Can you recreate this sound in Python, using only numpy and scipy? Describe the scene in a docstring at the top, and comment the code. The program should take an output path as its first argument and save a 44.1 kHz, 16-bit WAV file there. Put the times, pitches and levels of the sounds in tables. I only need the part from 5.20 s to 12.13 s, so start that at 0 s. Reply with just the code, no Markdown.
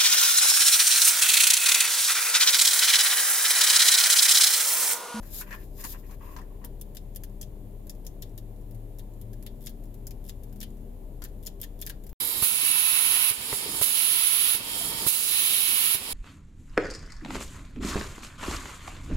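"""Inside a parked car with the engine idling, someone leafs through a paperback.
The engine hums, the cabin rumbles, and a low drone swells and fades. The cover is bent open: paper
slides with a hiss, fingers rub, the card buckles and the spine thumps. Then page after page snaps
off the thumb, crackles and flaps straight. The small padded cabin answers with short echoes."""
import sys
import numpy as np
from scipy import signal
from scipy.fft import rfft, irfft, next_fast_len
from scipy.io import wavfile
from scipy.ndimage import uniform_filter1d

SR = 44100
rng = np.random.default_rng(int(sys.argv[2]) if len(sys.argv) > 2 else 0)


def transcribe(signal):
    """Save signal, clipped to [-1, 1], as a 16-bit WAV file at the path in sys.argv[1]."""
    frames = np.atleast_2d(signal).T
    limited = np.clip(frames, -1, 1)
    pcm = np.round(limited * 32767).astype(np.int16)
    wavfile.write(sys.argv[1], SR, pcm)


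N = 305613
TIME = np.arange(N) / SR


def from_db(db):
    """Turn decibels into a gain to multiply by."""
    return 10 ** (np.asarray(db) / 20)


def rms_one(x):
    """Scale a signal so that its average strength (rms) is 1."""
    return x / np.sqrt(np.mean(x ** 2) + 1e-20)


def at_hz(points, hz):
    """Read between the rows of a (frequency_hz, value) table, on a log-frequency axis."""
    knots, values = np.transpose(points)
    return np.interp(np.log(hz + 1), np.log(knots), values)


def drift(rate_hz):
    """A random wobble of size about 1 that heads for a new value rate_hz times a second."""
    knots = rng.standard_normal(4000)
    return rms_one(np.interp(TIME * rate_hz, np.arange(len(knots)), knots))


def stereo_noise(alike):
    """White noise; alike (0 to 1) is the share that left and right have in common."""
    return np.sqrt(alike) * rng.standard_normal(N) + np.sqrt(1 - alike) * rng.standard_normal((2, N))


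def colour(x, spectrum):
    """Give both channels the tone colour of a (frequency_hz, level_db) table."""
    size = 1024
    gains = rms_one(from_db(at_hz(spectrum, np.arange(size // 2 + 1) * SR / size)))
    # minimum phase: the filter never rings before the sound arrives
    cepstrum = irfft(np.log(gains))
    cepstrum[1:size // 2] *= 2
    cepstrum[size // 2 + 1:] = 0
    impulse_response = irfft(np.exp(rfft(cepstrum)))
    return signal.fftconvolve(x, impulse_response[None], axes=1)[:, :x.shape[1]]


def resonate(x, modes):
    """Let a signal ring in (pitch_hz, width_hz, level_db) bands; the result has strength 1."""
    out = 0
    for hz, width, mode_db in modes:
        band = signal.butter(2, [hz - width / 2, hz + width / 2], "band", fs=SR, output="sos")
        out = out + from_db(mode_db) * rms_one(signal.sosfilt(band, x))
    return rms_one(out)


def strokes(rows, rise_db_per_s, swell_db, fall_db_per_s):
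    """Gain over time for (start_s, length_s, level_db) strokes: each fades in, holds and dies away."""
    power = 0
    for start, length, end_db in rows:
        early, late = np.maximum(start - TIME, 0), np.maximum(TIME - start - length, 0)
        held_db = np.interp(TIME, [start, start + length], [end_db - swell_db, end_db])
        stroke_db = held_db - rise_db_per_s * early - fall_db_per_s * late
        power = power + from_db(np.maximum(stroke_db, -140)) ** 2
    return np.sqrt(power)


def cracks(rows, column, spectrum, crack_s, flutter, cabin, ring_db=None):
    """Paper cracks, flutters and leaves a tail in the cabin, at the level in the chosen column.
    Rows begin with start_s; with ring_db, each rings at the pitch_hz that ends its row.
    flutter and cabin are (level_db, seconds to fade by 60 dB)."""
    t = TIME[:SR // 8]
    out = np.zeros((2, N + len(t)))
    snap = np.exp(-t / crack_s)
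    shiver, tail = (from_db(db - 60 * t / fade_s) * (1 - snap) for db, fade_s in (flutter, cabin))
    for row in rows:
        noise = rng.standard_normal((3, len(t)))
        # the sheet shivers in lumps about a millisecond long
        lumps = np.exp(0.14 * rms_one(uniform_filter1d(rng.random((2, len(t))) - .5, size=50)))
        burst = 0.68 * noise[0] * snap + noise[1:] * (0.6 * snap + lumps * shiver + tail)
        burst[:, 0] += rng.uniform(2.2, 4.8)  # the click of release
        if ring_db is None:
            # every bend has its own size, so its own ripple in the spectrum
            lag = int(rng.uniform(.0003, .0015) * SR) + 1
            delayed = np.pad(burst, ((0, 0), (lag, 0)))[:, :len(t)]
            burst = burst + rng.choice([-1, 1]) * 0.43 * delayed
        else:
            ring = signal.lfilter(*signal.iirpeak(row[-1], Q=8, fs=SR), burst)
            burst = burst + from_db(ring_db) * ring
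        burst = colour(burst, spectrum)
        # give each burst the energy of one millisecond at strength 1
        burst = burst / np.sqrt(np.mean(np.sum(burst ** 2, axis=1)) * 1000 / SR)
        start = max(round(row[0] * SR), 0)
        out[:, start:start + len(t)] += from_db(row[column]) * burst
    return out[:, :N]


def engine(firing_hz=33.64, level_db=-41.5):
    """The idling engine fires at a nearly even pace, making one deep tone."""
    phase = 2 * np.pi * np.cumsum(firing_hz + 0.14 * drift(2.84)) / SR
    return from_db(level_db + .5 * drift(6)) * np.sqrt(2) * np.sin(phase)


# the cabin's steady tones: pitch_hz, width_hz, level_db
CABIN_TONES = [(200, 6.1, -58), (287.9, 16, -62.5), (394.5, 19, -62.5), (605, 8.4, -68.5)]

def cabin_hum():
    """The cabin hums: noise rings in a few narrow bands."""
    shake = stereo_noise(alike=0.9)
    return sum(from_db(db) * resonate(shake, [(hz, width, 0)]) for hz, width, db in CABIN_TONES)


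# tone colours of the car's rumble and of a faint treble hiss: frequency_hz, level_db
RUMBLE_COLOUR = [(15, -6), (30, -0.5), (48, 0), (62, 2.5), (85, -3.5), (125, -2.5), (160, -9), (280, -11.5),
                 (480, -13), (700, -20.5), (1000, -29), (1400, -45.5), (3000, -66), (8000, -59.5)]
HISS_COLOUR = [(500, -25), (1800, -0.5), (3500, -2), (5600, -10.5), (7300, -4), (8500, -10.5), (9700, 2),
               (11200, -3), (12800, 6), (14000, 0.5), (15400, -1), (16200, -35)]
# how alike left and right are: frequency_hz, likeness (1 = the same)
LIKENESS = [(30, 0.89), (130, 0.91), (260, 0.88), (550, 0.3), (1200, 0), (3000, 0.014), (16000, 0)]

def rumble_and_hiss():
    """Rumble and faint hiss; long waves reach both sides alike, short ones do not."""
    size = next_fast_len(N)
    mid, side = rfft(rng.standard_normal((2, size)))
    hz = np.arange(len(mid)) * SR / size
    alike = np.clip(at_hz(LIKENESS, hz), -1, 1)
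    air = np.sqrt(1 + alike) * mid + np.sqrt(1 - alike) * side * [[1], [-1]]
    rumble, hiss = (rms_one(irfft(air * from_db(at_hz(spectrum, hz)), size)[:, :N])
                    for spectrum in (RUMBLE_COLOUR, HISS_COLOUR))
    return from_db(-46.5) * rumble + from_db(-66.5 + 0.13 * drift(4.7)) * hiss


# how the drone swells: time_s, tone_db, octave_db
DRONE_SWELLS = [(1.3, -61, -70.8), (1.8, -58, -74), (2.45, -54, -76), (2.7, -60.5, -73), (3.1, -51, -72),
                (3.55, -45.8, -65), (3.85, -52.5, -70.8), (4.12, -42.5, -57), (4.42, -64.8, -55),
                (4.75, -49, -58.5), (5.05, -53, -66), (5.4, -51.5, -53.5), (5.9, -64, -64), (6.8, -68, -68)]
# how its pitch moves: time_s, pitch_hz
DRONE_PITCH = [(1.5, 118.5), (2.6, 107.4), (3.6, 109), (4.1, 111.2), (4.4, 114.4), (5.6, 118.2)]

def drone():
    """A wavering low tone and its octave come and go."""
    hz = np.interp(TIME, *np.transpose(DRONE_PITCH)) + 1.177 * drift(6)
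    phase = 2 * np.pi * np.cumsum(hz) / SR
    times, tone_db, octave_db = np.transpose(DRONE_SWELLS)
    times = np.r_[times[0] - .1, times, times[-1] + .1]  # room to fade in and out
    tone, octave = (from_db(np.interp(TIME, times, np.r_[-100, db, -100])) for db in (tone_db, octave_db))
    waver = from_db(0.5 + 1.35 * drift(7))
    return np.sqrt(2) * waver * (tone * np.sin(phase) + octave * np.sin(2 * phase))


# echoes off the windscreen, roof and book, for each side: delay_ms, gain
ECHOES_LEFT = [(.62, 0.12), (2.9, 0.14), (4.7, -0.2), (7.9, 0.23)]
ECHOES_RIGHT = [(.85, -0.015), (3.4, -0.11), (5.6, 0.38), (7.1, -0.61)]

def near_echoes(x):
    """Hard surfaces close by add quick echoes, different on the left and right."""
    out = []
    for side, echoes in zip(x, (ECHOES_LEFT, ECHOES_RIGHT)):
        bounced = sum(gain * np.interp(TIME - ms / 1000, TIME, side, left=0) for ms, gain in echoes)
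        out.append(side + bounced)
    return np.array(out)


# tone colour of crisp ticks, here and in the buckling cover: frequency_hz, level_db
CRISP_COLOUR = [(900, -64), (2200, -44.5), (3500, -6), (5200, 0), (7200, 2.5), (8500, -7), (10500, 5),
                (13000, 3), (15000, -1), (16500, -9)]

def stray_ticks(per_s, tick_db):
    """The bent stack of pages ticks faintly under the thumb at random moments."""
    when, strength = rng.random((int(per_s * N / SR), 2)).T
    rows = np.c_[when * N / SR, tick_db + 8 * (strength - .5)]
    return cracks(rows, 1, CRISP_COLOUR, crack_s=.00054, flutter=(-8, .04), cabin=(-31, .12))


# strokes of paper over paper: start_s, length_s, level_db
SLIDES = [(.04, 0.038, -55), (.145, 0.067, -38), (.27, .03, -58), (.32, 0.036, -52.5), (.39, 0.063, -58.5),
          (.48, .04, -67), (.598, 0.019, -43.5), (.665, 0.062, -41.5), (.78, 0.018, -57.5),
          (.87, 0.074, -59), (1.03, 0.16, -59.5)]
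# tone colour of their hiss: frequency_hz, level_db
SLIDE_COLOUR = [(900, -21), (2600, -17.5), (4000, -11), (5800, -9.5), (7100, -11), (8400, -13), (10500, -5),
                (12800, -0.5), (14000, 2), (15500, -16.5)]
# faint ringing of the gap between sheet and cover: pitch_hz, width_hz, level_db
GAP_MODES = [(3780, 1200, -8), (5080, 570, -8), (7000, 1100, -2), (12700, 690, -5)]

def sliding_paper(catches_per_s=900):
    """Countless fibres catch and let go: a bright, gritty hiss that gains speed and stops short."""
    catches = (rng.random(N) < catches_per_s / SR) * rng.standard_normal(N)
    grain = rms_one(stereo_noise(alike=0.037) + 0.11 * rms_one(catches))
    grain *= from_db(1.2 * drift(160))
    grain = rms_one(grain + 0.18 * resonate(grain, GAP_MODES))
    loudness = strokes(SLIDES, rise_db_per_s=324, swell_db=2, fall_db_per_s=650)
    return loudness * colour(grain, SLIDE_COLOUR)


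# fingers rubbing the cover: start_s, length_s, level_db, brightness_db
RUBS = [(0.028, 0.085, -66, 3.5), (0.215, 0.015, -51.5, 6.5), (.273, 0.021, -52.5, 2.5),
        (0.319, .027, -54, 13.5), (0.396, 0.035, -65, 5), (0.593, 0.028, -55.5, 2),
        (.646, 0.0048, -43.5, 5.5), (0.732, 0.029, -56, 3), (0.838, 0.025, -67, 6), (0.897, 0.044, -58, -1),
        (1.013, 0.13, -52, -5.5), (1.185, 0.016, -51.5, -8), (1.312, 0.044, -63, -8),
        (1.417, 0.032, -59, -7)]
# the cover's low and high ringing: pitch_hz, width_hz, level_db
COVER_LOW = [(1037, 200, 0)]
COVER_HIGH = [(1747, 205, -1.5), (1870, 170, 0.5), (2400, 680, 1)]

def rubbing_fingers():
    """Fingers stick and slip on the cover and make it ring."""
    slips_per_s = 230 * from_db(4 * drift(150))
    slip_count = np.floor(np.cumsum(slips_per_s) / SR)
    slips = np.diff(slip_count, prepend=0) * from_db(4.7 * drift(200))
    friction = rms_one(slips) + 1.3 * stereo_noise(alike=0.073)
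    start, length, grip_db, bright_db = np.transpose(RUBS)
    low, high = (strokes(zip(start, length, db), rise_db_per_s=1200, swell_db=-0.9, fall_db_per_s=800)
                 for db in (grip_db - 3.5, grip_db + bright_db - 5))
    return low * resonate(friction, COVER_LOW) + high * resonate(friction, COVER_HIGH)


# soft thumps of the spine: start_s, level_db
THUMPS = [(.648, -36), (1.443, -37.5)]

def spine(pitch_hz=243, fade_s=0.037):
    """The whole stack of pages rings low and briefly when the spine gives way."""
    out = 0
    for start, level_db in THUMPS:
        age = np.clip(TIME - start, 0, 1)
        out = out + from_db(level_db - 60 * age / fade_s) * np.sin(2 * np.pi * pitch_hz * age)
    return out


# the cover and pages buckling: start_s, knock_db, edge_db, pitch_hz
BUCKLES = [(0.03, -45, -53, 1430), (0.212, -32.5, -39, 1510), (0.308, -31.5, -59, 1760),
           (0.327, -28.5, -58, 1770), (0.341, -36.5, -60, 1080), (0.639, -54, -32.5, 945),
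           (0.649, -34.5, -32, 953), (0.747, -38.5, -58, 1040), (0.91, -42.5, -52, 780),
           (1.164, -31.5, -50, 860), (1.187, -38, -65, 950), (1.215, -44, -57, 1870),
           (1.442, -37, -55, 880), (6.02, -38.5, -56, 1460), (6.697, -40.5, -42, 1570)]
# tone colour of the knock: frequency_hz, level_db
KNOCK_COLOUR = [(300, -23), (700, 1), (1000, 2.5), (1350, 0.5), (1800, 1.5), (2800, -9.5), (6000, -11.5),
                (16000, -45)]

def buckling_cover():
    """Stiff card buckles against the fingers: a hollow knock with a crisp edge."""
    knock = cracks(BUCKLES, 1, KNOCK_COLOUR, crack_s=.0025, flutter=(-5.5, .043), cabin=(-14, .28),
                   ring_db=10)
    edge = cracks(BUCKLES, 2, CRISP_COLOUR, crack_s=.00092, flutter=(7, .042), cabin=(-30, .12))
    return from_db(-1.5) * knock + from_db(4) * edge


# pages leaving the thumb: start_s, snap_db, flap_db, extra_crackle_db, flap_wait_s, pitch_hz, creep_s
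PAGE_SNAPS = [(1.447, -27.5, -56.5, -6, 0.0017, 3200, 0), (1.6125, -29, -58.5, -4.5, 0.0017, 3450, 0),
              (1.7685, -45, -47.5, 3, 0.00086, 3650, .015), (1.9604, -25.5, -53.5, -4.5, .002, 3270, .015),
              (2.0358, -31, -52, -2, 0.00071, 1610, 0), (2.2131, -27.5, -50.5, 2.5, 0.015, 3320, 0),
              (2.6955, -31, -54, 5.5, 0.0018, 3580, 0), (2.8661, -32.5, -57.5, 5.5, 0.0011, 3470, 0),
              (3.022, -32.5, -46.5, 0.5, .002, 3600, 0), (3.1776, -33, -54, -1.5, .001, 3700, 0),
              (3.786, -37, -55, -2, .008, 3830, 0), (4.0133, -37.5, -61.5, -6, .001, 3350, 0),
              (4.1314, -43, -61, 1, 0.0012, 1650, 0), (4.2632, -45, -45.5, -7, 0.00091, 3370, 0),
              (4.4615, -32, -42.5, 3, .008, 3450, .063), (4.869, -30, -66, 2.5, 0.0019, 1450, 0),
              (4.908, -37.5, -55.5, 1.5, 0.0011, 2397, 0), (5.0879, -37, -46.5, 2.5, .0066, 3460, .05),
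              (5.4039, -31, -44.5, 1.5, .009, 3400, 0), (5.4285, -38, -42, -5, .001, 3160, 0),
              (6.0196, -50, -49, 1, 0.00081, 1296, 0), (6.039, -28.5, -47.5, -0.5, 0.01, 1550, 0),
              (6.2623, -33.5, -60, 7, .001, 3460, .035), (6.2673, -25, -45, 1.5, 0.0054, 3400, 0),
              (6.4149, -22.5, -43.5, -6, 0.016, 3340, .015), (6.4375, -32, -48.5, 1, 0.0011, 1840, 0),
              (6.6148, -24, -43, -2.5, .009, 3430, .028), (6.6643, -24, -42.5, -1.5, 0.0072, 1680, .015),
              (6.6923, -34, -40, -6, .0045, 1620, 0)]
# lone slips of a page edge under the thumb: start_s, level_db
LONE_SLIPS = [(1.7492, -37), (2.6694, -40.5), (2.8492, -42.5), (3.5108, -44.5), (3.547, -46), (4.226, -38),
              (4.4938, -36.5), (4.6377, -46), (4.7421, -42.5), (5.235, -40.5), (5.327, -43), (5.3606, -44),
              (6.838, -41), (6.8666, -38), (6.8927, -39.5)]

def page_motions(slip_gap_s=.0113, jitter_s=.0022, lone_slip_hz=1550):
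    """Pages may creep, then snap free and flap: rows of start_s, tick_db, crackle_db, flap_db, pitch_hz."""
    # what each motion adds to its own level: tick_db, crackle_db, flap_db
    slip_mix = np.array([-4, -15, -16])
    snap_mix = np.array([-4, -10.5, -21.5])
    flap_mix = np.array([8.5, 5, 6.5])
    rows = []
    for start, snap_db, flap_db, crackle_db, wait_s, hz, creep_s in PAGE_SNAPS:
        extra_db = np.array([0, crackle_db, 0])
        rows.append((start, *(snap_db + extra_db + snap_mix), hz))
        rows.append((start + wait_s, *(flap_db + extra_db + flap_mix), hz))
        # a creeping edge slips at a near-even pace, more strongly towards the snap
        for k in range(int(creep_s / slip_gap_s)):
            slip_s = start - (k + 1) * slip_gap_s + jitter_s * rng.standard_normal()
            slip_db = -40 - 1.4 * k
            rows.append((slip_s, *(slip_db + slip_mix), hz))
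    return rows + [(start, *(db + slip_mix), lone_slip_hz) for start, db in LONE_SLIPS]


# tone colours of a page's three sounds: frequency_hz, level_db
TICK_COLOUR = [(3000, -52), (7500, -21), (9000, -8), (10500, -2.5), (11500, -5), (13000, 4), (15000, -7.5),
               (16500, -18)]
CRACKLE_COLOUR = [(1500, -27), (2800, -25.5), (3800, -16), (5200, 2), (6000, -1.5), (7200, 2), (8500, -17),
                  (11000, -1.5), (16000, -57)]
FLAP_COLOUR = [(500, -27), (1100, -11), (1450, -10), (1800, 0), (2300, -4.5), (2800, -1.5), (3400, -0.5),
               (4500, -0.5), (8000, -16), (16000, -51)]

def pages():
    """A freed edge ticks, the bent paper crackles, and the taut sheet gives a lower, pitched flap."""
    motions = page_motions()
    tick = cracks(motions, 1, TICK_COLOUR, crack_s=.0006, flutter=(-4, .038), cabin=(-20, .1))
    crackle = cracks(motions, 2, CRACKLE_COLOUR, crack_s=.0011, flutter=(-5, .036), cabin=(-26, .22))
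    flap = cracks(motions, 3, FLAP_COLOUR, crack_s=.0025, flutter=(-3, .045), cabin=(-18, .22), ring_db=5)
    return tick + crackle + flap


def scene():
    """The book in front and a little to the left, the car all round."""
    book = pages() + buckling_cover() + rubbing_fingers() + spine() + sliding_paper()
    book += stray_ticks(per_s=3.6, tick_db=-58.5)
    lean_left = from_db([[1.45], [-1.45]])
    return near_echoes(book) * lean_left + engine() + cabin_hum() + rumble_and_hiss() + drone()


# how the two microphones differ: frequency_hz, left_minus_right_db
MIC_BALANCE = [(30, 5), (120, 6), (500, 1.5), (1000, 6), (1500, 2), (3500, 2), (6000, 2.5), (7800, 10),
               (8500, 3), (9500, -6.5), (11000, -2.5), (13000, 3), (15500, 3)]

def record(dry, cutoff_hz=16000):
    """Each microphone colours the sound its own way, and the highest treble is cut."""
    size = next_fast_len(N + SR // 10)
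    spectrum = rfft(dry, size)
    balance_db = at_hz(MIC_BALANCE, np.arange(spectrum.shape[1]) * SR / size)
    heard = irfft(spectrum * from_db([balance_db / 2, -balance_db / 2]), size)[:, :N]
    return signal.sosfilt(signal.ellip(10, .2, 80, cutoff_hz, fs=SR, output="sos"), heard)


dry = scene()
out = record(dry)
transcribe(out)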